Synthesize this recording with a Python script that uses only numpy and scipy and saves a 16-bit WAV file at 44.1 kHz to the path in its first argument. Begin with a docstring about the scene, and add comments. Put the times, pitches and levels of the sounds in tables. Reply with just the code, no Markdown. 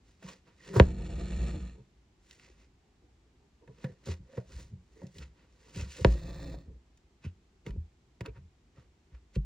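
"""A quiet room, close to an embroidery hoop with cloth stretched drum-tight.
The needle feels for its place, scraping and knocking, and pops through twice (up, then down);
the cloth springs back like a drumhead. Each time the thread is drawn after it with a rasp that sets
the cloth humming. Fingers brush and nudge the cloth; needle tip and nail snap on single threads.
Short reflections and the murmur of the building lie behind."""
import sys
import numpy as np
from scipy import signal
from scipy.fft import rfft, irfft, next_fast_len
from scipy.io import wavfile
from scipy.ndimage import map_coordinates

SR = 44100
rng = np.random.default_rng(int(sys.argv[2]) if len(sys.argv) > 2 else 0)


def persist_wave(psi):
    """Save psi, clipped to +-1, as 16-bit WAV."""
    counts = np.round(np.clip(psi, -1, 1) * 32767).astype(np.int16)
    wavfile.write(sys.argv[1], SR, np.atleast_2d(counts).T)


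N = 416744
SHORT, LONG = 32768, 65536   # event buffers, samples

# Needle bursting through: start_s, level_db, lowest_hz, thump_db, contact_hz, ring_share,
# body_hz, body_db, dull_hz, dull_db
NEEDLE_POPS = [(0.7985, -3, 70.9, 0.5, 4562, 0.51, 400, 3.5, 5200, -11),
               (6.0472, -7, 55.6, 4, 5905, 0.86, 446, 4.5, 6395, -7)]
# Wave of a pop: freq_hz, level_db
POP_SPECTRUM = [(25, -28), (42, -12), (58, 0), (115, -1.5), (155, -10), (195, -6), (255, -16), (330, -12),
                (410, -8.5), (500, -10.5), (600, -12), (740, -19), (900, -17.5), (1300, -23), (1650, -19),
                (4500, -33), (8000, -41), (15000, -42)]
# Taut cloth, modes above the lowest: freq_hz, width_hz, level_db
CLOTH_MODES = [(127.35, 16, -1.5), (138, 26, -1.5), (184, 9.5, 6.5), (218, 19, -7), (299.2, 16, 2.5),
               (351, 16, 5), (401, 20, 2), (509.3, 30, -5), (550, 28, -7), (653.4, 22.84, -4),
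               (957, 60, -3.5), (1230, 32, -7), (1750, 75, -3.5), (2662, 310, -4.5), (3540, 170, -5),
               (4060, 700, -3), (4920, 190, -6.5), (6800, 119.5, -1), (7401, 380, -5)]

# Thread drawn through the weave: start_s, slow_s, stop_s, rise_db, rasp_db, drone_db, hum_db
THREAD_PULLS = [(0.811, 1.454, 1.743, 7, -52.5, -46.5, -32.5),
                (6.06, 6.536, 6.65, 0.5, -57.5, -51.5, -42.5)]
# Unevenness of the arm: centre_s, half_length_s, drone_and_hum_db, rasp_db
ARM_SURGES = [(0.955, 0.033, -2.5, -4.5), (1.08, 0.028, -3, -1.5), (1.23, 0.014, 2.5, 0.5),
              (1.283, 0.029, -3, 0), (1.422, 0.031, 3, -1.5), (1.526, 0.0095, -3, -4),
              (1.605, 0.027, -3.5, -1.5), (1.681, 0.065, 2, 5), (6.215, 0.012, -7, -4),
              (6.375, .012, -2, -1), (6.46, 0.011, 3, -0.5), (6.572, 0.029, 1.5, -7)]
# Hollow rasp of cloth and taut thread, one list per pull: freq_hz, width_hz, level_db
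RASP_MODES = [
    [(1010, 40, 0), (1248, 120, 5.5), (1487, 100, -3.5), (1800, 330, 1), (2320, 240, 0), (2720, 430, 0),
     (3529, 600, -4.5), (4215, 440, -2), (5300, 140, -6.5), (5560, 120, -7), (6200, 350, -11.5),
     (6770, 280, -2), (7350, 450, -4.5), (8014, 700, -7.5), (15200, 1000, -21)],
    [(1020, 60, 0.5), (1200, 200, -1), (1810, 390, -0.5), (2360, 90, -2.5), (2600, 210, -4),
     (3610, 340, -3.5), (4170, 520, -2), (4860, 230, -6.5), (5430, 260, -7.5), (6350, 415, -9.5),
     (7250, 530, -7), (8430, 240, -8), (15200, 1200, -10)],
]
# Middle cloth modes, one list per pull: freq_hz, width_hz, level_db
DRONE_MODES = [
    [(310, 29, -1.5), (360, 31, 0), (463, 100, -8.5), (584, 39, -9.5), (677, 90, -12), (810, 51, -17),
     (877, 62, -17)],
    [(283, 37, -1.5), (341.4, 18, 2), (410, 120, -14), (540, 95, -9), (657, 96, -14), (840, 70, -18)],
]
# Drum-like low cloth modes, one list per pull: freq_hz, width_hz, level_db
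HUM_MODES = [
    [(58, 16, 1.5), (133.4, 41, -9.5), (181, 31, -7), (233, 13, -19.5)],
    [(53.5, 21, -2), (123, 86, -9.5), (168.7, 27, -10)],
]

# Point or nail dragging over stitches: peak_s, rise_s, fall_s, scratch_hz, scratch_db, ring_hz, ring_db
POINT_SCRAPES = [(.29, 0.05, 0.039, 1076, -53, 644, -65), (.603, 0.015, 0.16, 1840, -62.5, 403, -76),
                 (.745, 0.067, 0.043, 1810, -59, 400, -42.5), (2.312, 0.04, 0.08, 1870, -71, 354, -76),
                 (2.43, .05, .08, 2194, -70, 354, -75.5), (2.62, .05, .04, 2100, -74, 380, -68),
                 (4.095, .025, 0.045, 4080, -57.5, 399, -47.5), (4.6, .1, 0.074, 3940, -71, 400, -74),
                 (3.632, 0.022, 0.034, 986, -74, 444, -57.5), (3.695, 0.012, 0.044, 960, -72, 440, -54.5),
                 (3.815, 0.068, 0.039, 1940, -80, 482, -73), (3.858, 0.023, 0.079, 1810, -64, 507, -53.5),
                 (4.35, 0.085, 0.072, 1870, -67.5, 523, -58), (4.39, 0.029, 0.069, 1900, -81, 610, -52.5),
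                 (4.541, 0.041, 0.066, 1580, -73, 378, -67), (4.598, 0.052, 0.09, 1920, -69, 306, -62),
                 (5.0, 0.056, .08, 1930, -68, 434, -58), (5.033, 0.022, 0.05, 1850, -66, 567, -52.5),
                 (5.16, 0.027, 0.034, 1960, -68, 406, -60), (5.224, 0.016, 0.013, 1470, -60.5, 460, -60),
                 (5.66, 0.078, 0.1, 1930, -78.5, 443, -68.5), (5.8, 0.063, 0.067, 2650, -57.5, 398, -60),
                 (5.93, 0.055, 0.13, 2730, -59, 204, -64), (6.72, 0.062, 0.051, 1902, -87.5, 427, -60.5),
                 (6.545, .012, 0.037, 1156, -69.5, 636, -65), (7.251, 0.02, 0.04, 2698, -57.5, 430, -65.5),
                 (1.79, 0.043, 0.041, 952, -74, 424, -58.5), (7.69, 0.027, .06, 2500, -67, 390, -52.5),
                 (8.283, .012, 0.025, 2460, -61, 430, -51), (8.775, .025, .035, 1190, -65, 559, -73.5),
                 (2.88, .1, 0.076, 765, -75.5, 399, -76.5), (3.08, .08, .08, 784, -79, 372, -71),
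                 (3.42, .06, 0.084, 780, -77.5, 400, -71)]
# Point landing without piercing: start_s, level_db, ring_hz, needle_db
POINT_KNOCKS = [(.225, -45.5, 650, 0), (3.677, -50, 465, 1), (3.844, -34, 527, 4), (4.377, -34, 476, -12),
                (5.017, -44, 590, -15), (6.394, -42.5, 637, -18), (6.542, -39.5, 602, -7)]
# Ring of the needle: pitch_ratio, width_ratio, level_db
NEEDLE_MODES = [(.55, .06, -9), (1, .16, -0.5)]
# Ring of the cloth under the point: pitch_ratio, width_ratio, level_db
POINT_MODES = [(.72, .14, -7), (1, .13, 2), (1.3, .16, -14.5)]

# Fingers and needle meeting the cloth: time_s, level_db, lowest_hz, contact_hz, slide_s, spot_hz, spot_db
CLOTH_TOUCHES = [(0.243, -38.5, 168, 754, 0.019, 184, 8), (.700, -39, 159, 507, 0.038, 240, 1),
                 (0.7635, -15, 124, 795, 0.0043, 255, 5), (1.564, -32.5, 62.2, 120.9, 0.035, 130, -3),
                 (1.79, -46.5, 128, 445, .015, 220, 8), (2.497, -55, 299, 601, 0.0018, 349.8, 13),
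                 (3.03, -57.5, 304.4, 449.4, 0.022, 352, 6), (3.689, -45.5, 122, 301, .02, 160, 0.5),
                 (3.842, -26, 137, 1010, 0.0042, 221.6, 6), (3.895, -42.5, 111, 400, 0.013, 150, 3),
                 (4.087, -25.5, 83, 478, 0.014, 157, 0), (4.196, -42.5, 68, 177, 0.016, 120, 5.5),
                 (4.377, -27, 121.3, 520, 0.0065, 203, 8.5), (4.545, -34, 62.3, 169.3, 0.12, 79.6, 0),
                 (4.725, -34, 99, 168, 0.03, 180, 5), (5.032, -33.5, 138.3, 342, 0.017, 208.6, 2),
                 (5.186, -41, 67.8, 255.5, 0.052, 160, 7.5), (5.765, -31, 76, 238, 0.018, 105, 8),
                 (5.818, -28.5, 70.6, 200, 0.026, 187, 8.5), (5.995, -36, 326, 555, 0.013, 480, 10.5),
                 (6.009, -25.5, 75.4, 179, 0.019, 129, -1.5), (6.681, -38.5, 62, 264.5, 0.044, 300, 7.5),
                 (7.245, -37, 108.1, 399.4, 0.0034, 160, 8), (7.26, -30, 90, 160.7, 0.0042, 109.8, 4),
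                 (7.667, -32, 109.4, 518, 0.0083, 170, 4.5), (7.692, -31.5, 50.5, 189.4, 0.0045, 55.7, 0),
                 (7.735, -42.5, 150.5, 200, 0.0073, 171.3, 7), (7.761, -32, 107.4, 190, 0.0048, 120, 5.5),
                 (7.776, -28.5, 78.1, 140, 0.0086, 82.9, 5), (8.209, -31, 116, 1510, 0.0034, 65.5, 7),
                 (8.218, -41, 177, 300, 0.023, 130, -2), (8.283, -36, 61.1, 600, 0.015, 105, 7.5),
                 (8.371, -42.5, 80.1, 163.5, 0.035, 114.7, 1), (8.778, -45.5, 117.5, 500, 0.016, 68.4, 12),
                 (9.121, -42.5, 60.3, 100.9, 0.009, 69.9, 4.5), (9.362, -23, 51.56, 380, 0.002, 330.5, 1),
                 (9.368, -25, 137, 202, 0.0042, 154, 3)]
# Wave of a touch: freq_hz, level_db
TOUCH_SPECTRUM = [(50, 8.5), (110, -2), (200, -8), (280, -14.5), (420, -9), (600, -13.5), (800, -19.5),
                  (1300, -17.5), (1800, -18.5), (4000, -33), (7000, -45), (15000, -52.5)]
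# Tip or nail catching single threads: start_s, level_db, snap_hz, scuff_s
THREAD_TICKS = [(0.227, -51, 1100, 0.014), (2.3109, -42.5, 3970, 0.00077), (2.3974, -48.5, 2205, 0.0018),
                (3.676, -59.5, 1900, 0.0045), (3.843, -44, 1707, 0.0047), (4.057, -48, 5260, 0.031),
                (4.372, -52.5, 1800, 0.0034), (5.0677, -53.5, 6000, 0.0054), (5.1842, -40.5, 4500, .005),
                (5.747, -47, 2300, .012), (6.974, -58.5, 6350, 0.0039), (7.665, -38, 2107, 0.0028),
                (7.7064, -50, 2195, 0.0025), (8.208, -39, 1400, 0.0046), (8.2605, -38.5, 2550, 0.0026),
                (8.283, -58.5, 2322, 0.0074), (9.3572, -40, 2470, 0.0033)]
# Thread letting go: freq_hz, level_db
TICK_SPECTRUM = [(700, -23), (1500, -8.5), (2700, -5), (4500, -10.5), (7000, -10), (11000, -15.5),
                 (15500, -12.5)]
# Skin sliding over cloth: peak_s, rise_s, fall_s, skin_db, cloth_db, tilt_db_per_octave
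FINGER_STROKES = [(0.089, 0.074, 0.12, -71.5, -74, 0.5), (0.29, 0.063, 0.071, -51, -51, -1),
                  (0.478, 0.042, 0.086, -67.5, -65, -6.5), (0.688, 0.097, 0.073, -54.5, -58.5, -1.5),
                  (0.769, 0.038, 0.071, -47, -32.5, 2), (2.31, 0.08, 0.15, -64.5, -70, 1.5),
                  (2.44, 0.091, 0.15, -64, -69.5, -2), (2.625, 0.084, 0.041, -66.5, -67, -1.5),
                  (3.843, 0.14, 0.13, -65, -63, -2.5), (4.114, 0.065, 0.042, -48.5, -45, -1.5),
                  (4.38, 0.12, 0.07, -65.5, -56, -1.5), (4.52, 0.06, 0.15, -61.5, -61, 0.5),
                  (4.599, 0.096, 0.093, -61, -61, 2), (5.03, 0.2, 0.12, -72, -65.5, 2),
                  (5.18, 0.059, 0.049, -60.5, -71.5, 2.5), (5.222, 0.049, 0.057, -57, -57, -3.5),
                  (5.409, 0.1, 0.094, -70.5, -66.5, -5.5), (5.702, 0.19, 0.3, -65.5, -62, 0),
                  (5.762, 0.027, 0.071, -52, -53.5, 1.5), (5.802, 0.047, 0.11, -52.5, -49.5, -0.5),
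                  (5.904, 0.032, 0.094, -55, -67, 1), (5.98, 0.1, 0.29, -53.5, -57.5, 0.5),
                  (6.123, 0.052, 0.043, -55, -55, 1), (7.246, 0.021, 0.045, -57.5, -57, -4.5),
                  (7.674, .018, 0.038, -57.5, -49, -2.5), (8.261, 0.018, 0.018, -55, -43.5, -10),
                  (8.368, 0.037, 0.036, -67.5, -62.5, -10.5), (8.789, 0.046, 0.062, -67, -63.5, -5),
                  (9.16, 0.063, 0.037, -71, -70.5, -8.5), (9.356, 0.023, 0.024, -58.5, -56.5, -1.5)]
# Hiss of skin: freq_hz, level_db
SKIN_SPECTRUM = [(500, -30.5), (1300, -3.5), (1950, -2), (2300, -1), (2750, 1.5), (3500, -2.5),
                 (6500, -0.5), (9000, -7.5), (12500, -19.5), (15500, -12.5)]
# Cloth under a sliding finger: freq_hz, level_db
PRESS_SPECTRUM = [(50, -11.5), (170, 5), (280, 1.5), (550, 0.5), (780, -7), (1050, -5), (1600, -10),
                  (3000, -28.5)]
# Bands the cloth radiates badly under a hand: freq_hz, width_hz, gain_db
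HAND_DIPS = [(740, 50, -4), (1330, 42, -1.5), (3040, 220, -1.5)]

# Two microphone ports, left against right: freq_hz, lead_rad, balance_db
PORT_RESPONSE = [(60, 0, 0), (200, -.06, 0), (400, -.27, -1), (700, -.8, -2.5), (1200, -.1, -2.8),
                 (2000, .12, -2.6), (3100, 1.35, -2), (3600, .4, -1), (4700, .25, -.3), (6300, 1.5, 0),
                 (8300, 2.2, 0), (10000, 2.8, 0), (13000, 3.4, 0), (16000, 3.9, 0)]
# Colour of the reflections: freq_hz, gain_db
ECHO_SPECTRUM = [(40, -45), (150, -25), (380, -4.5), (800, -1), (2000, -8.5), (5000, -9), (9000, -23.5),
                 (15000, -19)]
# Murmur of the building: freq_hz, level_db
MURMUR_SPECTRUM = [(20, -16), (38, -4), (54, 9.5), (80, 0.5), (150, -6), (260, -8.5), (380, -9.5),
                   (560, -22.5), (780, -21), (1200, -26.5), (3000, -58.5)]
# Murmur from the sides: freq_hz, level_db
SIDE_SPECTRUM = [(40, -14), (130, 1), (400, -1.5), (800, -2), (1500, -11), (3000, -17), (5000, -20),
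                 (10000, -15.5), (15000, -28)]
# Thin room hiss: freq_hz, level_db
ROOM_HISS_SPECTRUM = [(300, -3.5), (900, -4), (2000, -1.5), (4000, -5.5), (7500, -9.5), (10500, -30),
                      (13500, -34.5), (16000, -34.5)]

FREE_HZ, LOWEST_WIDTH_HZ, LOWEST_DB = 57, 8.5, 8   # lowest mode of the free cloth
SPOT_Q = 7.7   # mode favoured by a contact


def needle_pops(body_q=0.95, dull_width_hz=320):
    """The needle's eye clears the weave; the cloth springs back like a drumhead."""
    out, wave, hz = np.zeros(N), colour(POP_SPECTRUM, SHORT), bins(SHORT)
    for start_s, level_db, lowest_hz, thump_db, contact_hz, ring, *bands in NEEDLE_POPS:
        body_hz, body_db, dull_hz, dull_db = bands
        spot = bell(hz, body_hz, body_hz / body_q, body_db) * bell(hz, dull_hz, dull_width_hz, dull_db)
        thump = bell(hz, lowest_hz, lowest_hz / SPOT_Q, thump_db)
        blow = cloth_blow(lowest_hz, contact_hz, ring, lag_cycles=1.25)
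        add(out, start_s, irfft(wave * spot * thump * blow), level_db)
    return out


def cloth_blow(lowest_hz, contact_hz, ring, lag_cycles, knee_hz=45):
    """Air loads the light cloth, so low waves travel slowest: a downward chirp, then a ring."""
    hz = bins(SHORT)
    chirp = np.exp(-2j * np.pi * lag_cycles * np.log(hz + knee_hz))
    low, high = 1j * hz / lowest_hz, 1j * hz / contact_hz
    radiated = low ** 2 / (1 + 0.68 * low + low ** 2) * low / (low + .5)   # weak below the lowest mode
    softness = 1 / (1 + np.sqrt(2) * high + high ** 2)
    return chirp * radiated * softness * cloth(hz, lowest_hz, ring)


def cloth(hz, lowest_hz, ring):
    """First wave plus the modes that build up between the rims."""
    lowest = (lowest_hz, LOWEST_WIDTH_HZ * lowest_hz / FREE_HZ, LOWEST_DB)
    return 1 + ring * mode_sum(hz, [lowest] + CLOTH_MODES)


def thread_pulls():
    """Each pull saws at another point of the weave and plays its own modes."""
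    out = np.zeros(N)
    hiss_band = (2200, 5000, -19)   # freq_hz, width_hz, level_db
    for pull, rasp_modes, drone_modes, hum_modes in zip(THREAD_PULLS, RASP_MODES, DRONE_MODES, HUM_MODES):
        fine_slips = friction(per_s=3800, spread_db=-1.5, flutter_db=2, flutter_hz=119, size=LONG)
        coarse_slips = friction(per_s=1200, spread_db=1, flutter_db=2, flutter_hz=40.48, size=LONG)
        hum = rms_one(sum(bowed(*mode) for mode in hum_modes))
        rasp = wandering(ringing(fine_slips, rasp_modes + [hiss_band]), share=.008)
        drone = wandering(ringing(coarse_slips, drone_modes), share=.03)
        start = round(pull[0] * SR)
        out[start:start + LONG] += (pull_gains(*pull) * [rasp, drone, hum]).sum(axis=0)
    return out


def pull_gains(start_s, slow_s, stop_s, rise_db, rasp_db, drone_db, hum_db):
    """The arm speeds up, then brakes; rasp, drone and hum follow its speed."""
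    brake_db, grip_s = 20.5, 0.0041
    pop_tail_peak_db, pop_tail_s = 16, 0.097   # low ring of the cloth after the pop, dying away
    t = start_s + np.arange(LONG) / SR
    braking = np.clip((t - slow_s) / (stop_s - slow_s), 0, 2)
    speed_db = np.interp(t, [start_s, slow_s], [-rise_db, 0]) - brake_db * braking ** 1.55
    pop_tail_db = pop_tail_peak_db * np.exp(-(t - start_s) / pop_tail_s)
    grip = np.clip((t - start_s) / grip_s, 0, 1)
    drag_db, grit_db = sum(np.outer(gains_db, np.exp(-((t - centre_s) / half_s) ** 2))
                           for centre_s, half_s, *gains_db in ARM_SURGES)
    return grip * from_db([rasp_db + speed_db + grit_db,
                           drone_db + speed_db + drag_db + .4 * pop_tail_db,
                           hum_db + 0.92 * speed_db + drag_db + pop_tail_db])


def bowed(freq_hz, width_hz, level_db, steadiness=.5):
    """An even pull feeds a mode steadily, like a bow."""
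    tone = signal.hilbert(ringing(rng.standard_normal(LONG), [(freq_hz, width_hz, level_db)]))
    return from_db(level_db) * rms_one(tone.real / (np.abs(tone) + 0.14) ** steadiness)


def needle_scrapes():
    """The point skips from thread to thread, sounds hollow and rings the cloth under it."""
    out = np.zeros(N)
    for peak_s, rise_s, fall_s, scratch_hz, scratch_db, ring_hz, ring_db in POINT_SCRAPES:
        slips = friction(per_s=1700, spread_db=2, flutter_db=3, flutter_hz=102.16, size=SHORT)
        scratch = wandering(ringing(slips, pitched(NEEDLE_MODES, scratch_hz)), share=.035)
        ring = ringing(slips, pitched(POINT_MODES, ring_hz))
        add_swell(out, peak_s, rise_s, fall_s, scratch, scratch_db)
        add_swell(out, peak_s, rise_s, fall_s, ring, ring_db)
    return out


def needle_knocks(needle_hz=1680, cushion_hz=800):
    """The point lands, cushioned by the cloth, skids and leaves a short hollow ring."""
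    out, hz = np.zeros(N), bins(SHORT)
    steel = mode_sum(hz, pitched(NEEDLE_MODES, needle_hz))
    cushion = 1 / (1 + 1j * hz / cushion_hz) ** 2
    for start_s, level_db, ring_hz, needle_db in POINT_KNOCKS:
        force = scuffed_impulse(scuff=0.17, decay_s=0.0054)
        ring = mode_sum(hz, pitched(POINT_MODES, ring_hz)) + from_db(needle_db) * steel
        add(out, start_s, irfft(rfft(force) * ring * cushion), level_db)
    return out


def finger_touches(drag_ratio=3.98, lead_s=.1):
    """A fingertip drags a little as it lands, longer as it leaves; holding raises the lowest mode."""
    out, wave = np.zeros(N), colour(TOUCH_SPECTRUM, SHORT)
    t = np.arange(SHORT) / SR - lead_s
    for time_s, level_db, lowest_hz, contact_hz, slide_s, spot_hz, spot_db in CLOTH_TOUCHES:
        drag = rng.standard_normal(SHORT) * np.exp(-np.maximum(t, -2 * t) / slide_s)
        force = drag_ratio * drag / np.linalg.norm(drag)
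        force[round(lead_s * SR)] += 1
        spot = bell(bins(SHORT), spot_hz, spot_hz / SPOT_Q, spot_db)
        blow = cloth_blow(lowest_hz, contact_hz, ring=0.85, lag_cycles=.8)
        add(out, time_s - lead_s, irfft(rfft(force) * wave * spot * blow), level_db)
    return out


def thread_ticks(gain_db=3.5, snap_db=14, snap_q=1.9):
    """A caught thread lets go with a snap and a short scuff."""
    out, hz = np.zeros(N), bins(SHORT)
    response = colour(TICK_SPECTRUM, SHORT) * cloth(hz, FREE_HZ, ring=0.72)
    for start_s, level_db, snap_hz, scuff_s in THREAD_TICKS:
        force = scuffed_impulse(scuff=.27, decay_s=scuff_s)
        snap = 1 + from_db(snap_db) * resonance(hz, snap_hz, snap_hz / snap_q)
        add(out, start_s, irfft(rfft(force) * response * snap), level_db + gain_db)
    return out


def finger_strokes(skin_gain_db=1, scratch_db=-2, pivot_hz=3000):
    """Skin hisses over the stitches with a hollow scratch and stirs the half-damped cloth."""
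    out, hz = np.zeros(N), bins(N)
    scratch = 1 + from_db(scratch_db) * resonance(hz, centre_hz=1950, width_hz=300)
    fine_slips = friction(per_s=6000, spread_db=-1, flutter_db=2, flutter_hz=151)
    coarse_slips = friction(per_s=1500, spread_db=2.5, flutter_db=3.5, flutter_hz=91)
    hiss = shaped(fine_slips, scratch * colour(SKIN_SPECTRUM, N) * cloth(hz, FREE_HZ, ring=0.37))
    press = shaped(coarse_slips, colour(PRESS_SPECTRUM, N) * cloth(hz, FREE_HZ, ring=0.5404))
    octaves = np.clip(np.log2(bins(LONG) / pivot_hz), -2, 2)
    for peak_s, rise_s, fall_s, skin_db, cloth_db, tilt_db_per_octave in FINGER_STROKES:
        piece = (round(peak_s * SR) + np.arange(LONG)) % N
        skin = irfft(rfft(hiss[piece]) * from_db(tilt_db_per_octave * octaves))
        add_swell(out, peak_s, rise_s, fall_s, skin, skin_gain_db + skin_db)
        add_swell(out, peak_s, rise_s, fall_s, press[piece], cloth_db)
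    return out


def under_hand(x):
    """Cloth under a hand radiates some bands badly: a hollow colour."""
    hz = bins(N)
    return filtered(x, np.prod([bell(hz, *dip) for dip in HAND_DIPS], axis=0))


def ports(x):
    """Near sound reaches the two ports out of step, almost opposed in the treble."""
    hz = bins(N)
    lead_rad, balance_db = at_hz(PORT_RESPONSE, hz), at_hz(PORT_RESPONSE, hz, column=2)
    left = from_db(balance_db / 2) * np.exp(.5j * lead_rad)
    return filtered(x, np.array([left, 1 / left]))


def reflections(x, room_t60_s=0.13, near_t60_s=0.02, near_ratio=5.5, gap_s=0.0016, gain_db=-2):
    """Table and hands reflect at once; the furnished room adds a short, dull stereo tail."""
    t = np.arange(SHORT) / SR
    decay = (from_db(-60 * t / room_t60_s) + near_ratio * from_db(-60 * t / near_t60_s)) * (t > gap_s)
    scatter = rng.standard_normal((2, SHORT)) * decay / np.linalg.norm(decay)
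    tail = irfft(rfft(scatter) * colour(ECHO_SPECTRUM, SHORT))
    return from_db(gain_db) * signal.fftconvolve([x], tail, axes=1)[:, :N]


def room_tone(murmur_db=-65, hiss_db=-77, side_db=-81):
    """Low murmur of the building, partly from the sides, and a thin hiss."""
    centre, common, left, right, across = rng.standard_normal((5, N))
    murmur = from_db(murmur_db) * shaped(centre, colour(MURMUR_SPECTRUM, N))
    hiss = from_db(hiss_db) * shaped(0.61 * common + np.array([left, right]), colour(ROOM_HISS_SPECTRUM, N))
    side = from_db(side_db) * shaped(across, colour(SIDE_SPECTRUM, N))
    return murmur + hiss + np.array([side, -side])


def friction(per_s, spread_db, flutter_db, flutter_hz, size=N):
    """Fibres catch and slip at random, in small clumps."""
    steps = np.arange(size)
    slips = (rng.random(size) < per_s / SR) * rng.standard_normal(size)
    sizes = from_db(spread_db * np.clip(rng.standard_normal(size), -2, 2))
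    clumps = np.interp(steps * flutter_hz / SR, steps, rng.standard_normal(size))
    return slips * sizes * from_db(flutter_db * clumps)


def scuffed_impulse(scuff, decay_s):
    """Unit impulse, then decaying noise."""
    force = scuff * rng.standard_normal(SHORT) * np.exp(-np.arange(SHORT) / (SR * decay_s))
    force[0] = 1
    return force


def wandering(x, share, per_s=14):
    """The contact point shifts; resonances drift by a share of their pitch."""
    steps = np.arange(len(x))
    drift = np.interp(steps * per_s / SR, steps, rng.standard_normal(len(x)))
    return map_coordinates(x, [np.cumsum(1 + share * drift)], order=3, mode="mirror")


def ringing(slips, modes):
    """Friction through resonances with deep valleys between; rms 1."""
    hz = bins(len(slips))
    power = sum(from_db(db) ** 2 * np.abs(resonance(hz, f, width)) ** 4 for f, width, db in modes)
    return rms_one(irfft(rfft(slips) * np.sqrt(power)))


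def resonance(hz, centre_hz, width_hz):
    """One damped mode, peak gain 1."""
    return 1 / (1 + 1j * (hz ** 2 - centre_hz ** 2) / (hz * width_hz))


def mode_sum(hz, modes):
    """Response of modes in parallel."""
    return sum(from_db(db) * resonance(hz, freq_hz, width_hz) for freq_hz, width_hz, db in modes)


def pitched(modes, pitch_hz):
    """Mode ratios to Hz."""
    return [(ratio * pitch_hz, width_ratio * pitch_hz, db) for ratio, width_ratio, db in modes]


def bell(hz, centre_hz, width_hz, db):
    """Boost or cut one band."""
    lift = 1 + (from_db(abs(db)) - 1) * resonance(hz, centre_hz, width_hz)
    return lift if db > 0 else 1 / lift


def colour(points, size):
    """Minimum-phase response with the given spectrum."""
    cepstrum = irfft(np.log(from_db(at_hz(points, bins(size)))))
    half = len(cepstrum) // 2
    cepstrum[1:half] *= 2
    cepstrum[half + 1:] = 0
    return np.exp(rfft(cepstrum))


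def filtered(x, response):
    """Filter a full-length signal."""
    return irfft(rfft(x, padded(N)) * response)[..., :N]


def shaped(x, response):
    """Filter, then scale to rms 1."""
    return rms_one(filtered(x, response))


def add(track, start_s, sound, peak_db):
    """Mix in a sound at its time and peak level."""
    start = round(start_s * SR)
    part = sound[:N - start]
    track[start:start + len(part)] += from_db(peak_db) * part / np.abs(sound).max()


def add_swell(track, peak_s, rise_s, fall_s, sound, level_db, depth_db=17.5):
    """Mix in a steady sound under a rounded arch, depth_db down at rise_s before and fall_s after."""
    start = max(0, int((peak_s - 2 * rise_s) * SR))
    stop = min(N, start + len(sound), int((peak_s + 2 * fall_s) * SR))
    t = np.arange(start, stop) / SR - peak_s
    drop_db = depth_db * np.maximum(-t / rise_s, t / fall_s) ** 1.13
    track[start:stop] += sound[:len(t)] * from_db(level_db - drop_db)


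def at_hz(points, hz, column=1):
    """Interpolate a column over log frequency."""
    table = np.array(points)
    return np.interp(np.log(hz), np.log(table[:, 0]), table[:, column])


def bins(size):
    """FFT frequencies, floored at 1 Hz."""
    return np.maximum(np.fft.rfftfreq(padded(size), 1 / SR), 1)


def padded(size):
    """Fast even FFT length."""
    return 2 * next_fast_len((size + 1) // 2)


def from_db(db):
    """Decibels to gain."""
    return 10 ** (np.asarray(db) / 20)


def rms_one(x):
    """Scale to rms 1."""
    return x / np.sqrt(np.mean(x ** 2) + 1e-20)


def scene():
    """Close handling of the hoop, its reflections and the room."""
    hoop = needle_pops() + thread_pulls() + needle_scrapes() + needle_knocks()
    hoop += under_hand(finger_touches() + thread_ticks() + finger_strokes())
    return ports(hoop) + reflections(hoop) + room_tone()


def record(dry):
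    """Subsonic roll-off and a steep top cut."""
    low_cut_hz, high_cut_hz = 4.8, 15850
    lean = signal.sosfilt(signal.butter(2, low_cut_hz, "high", fs=SR, output="sos"), dry)
    return signal.sosfilt(signal.ellip(10, .1, 80, high_cut_hz, fs=SR, output="sos"), lean)


dry = scene()
out = record(dry)
persist_wave(out)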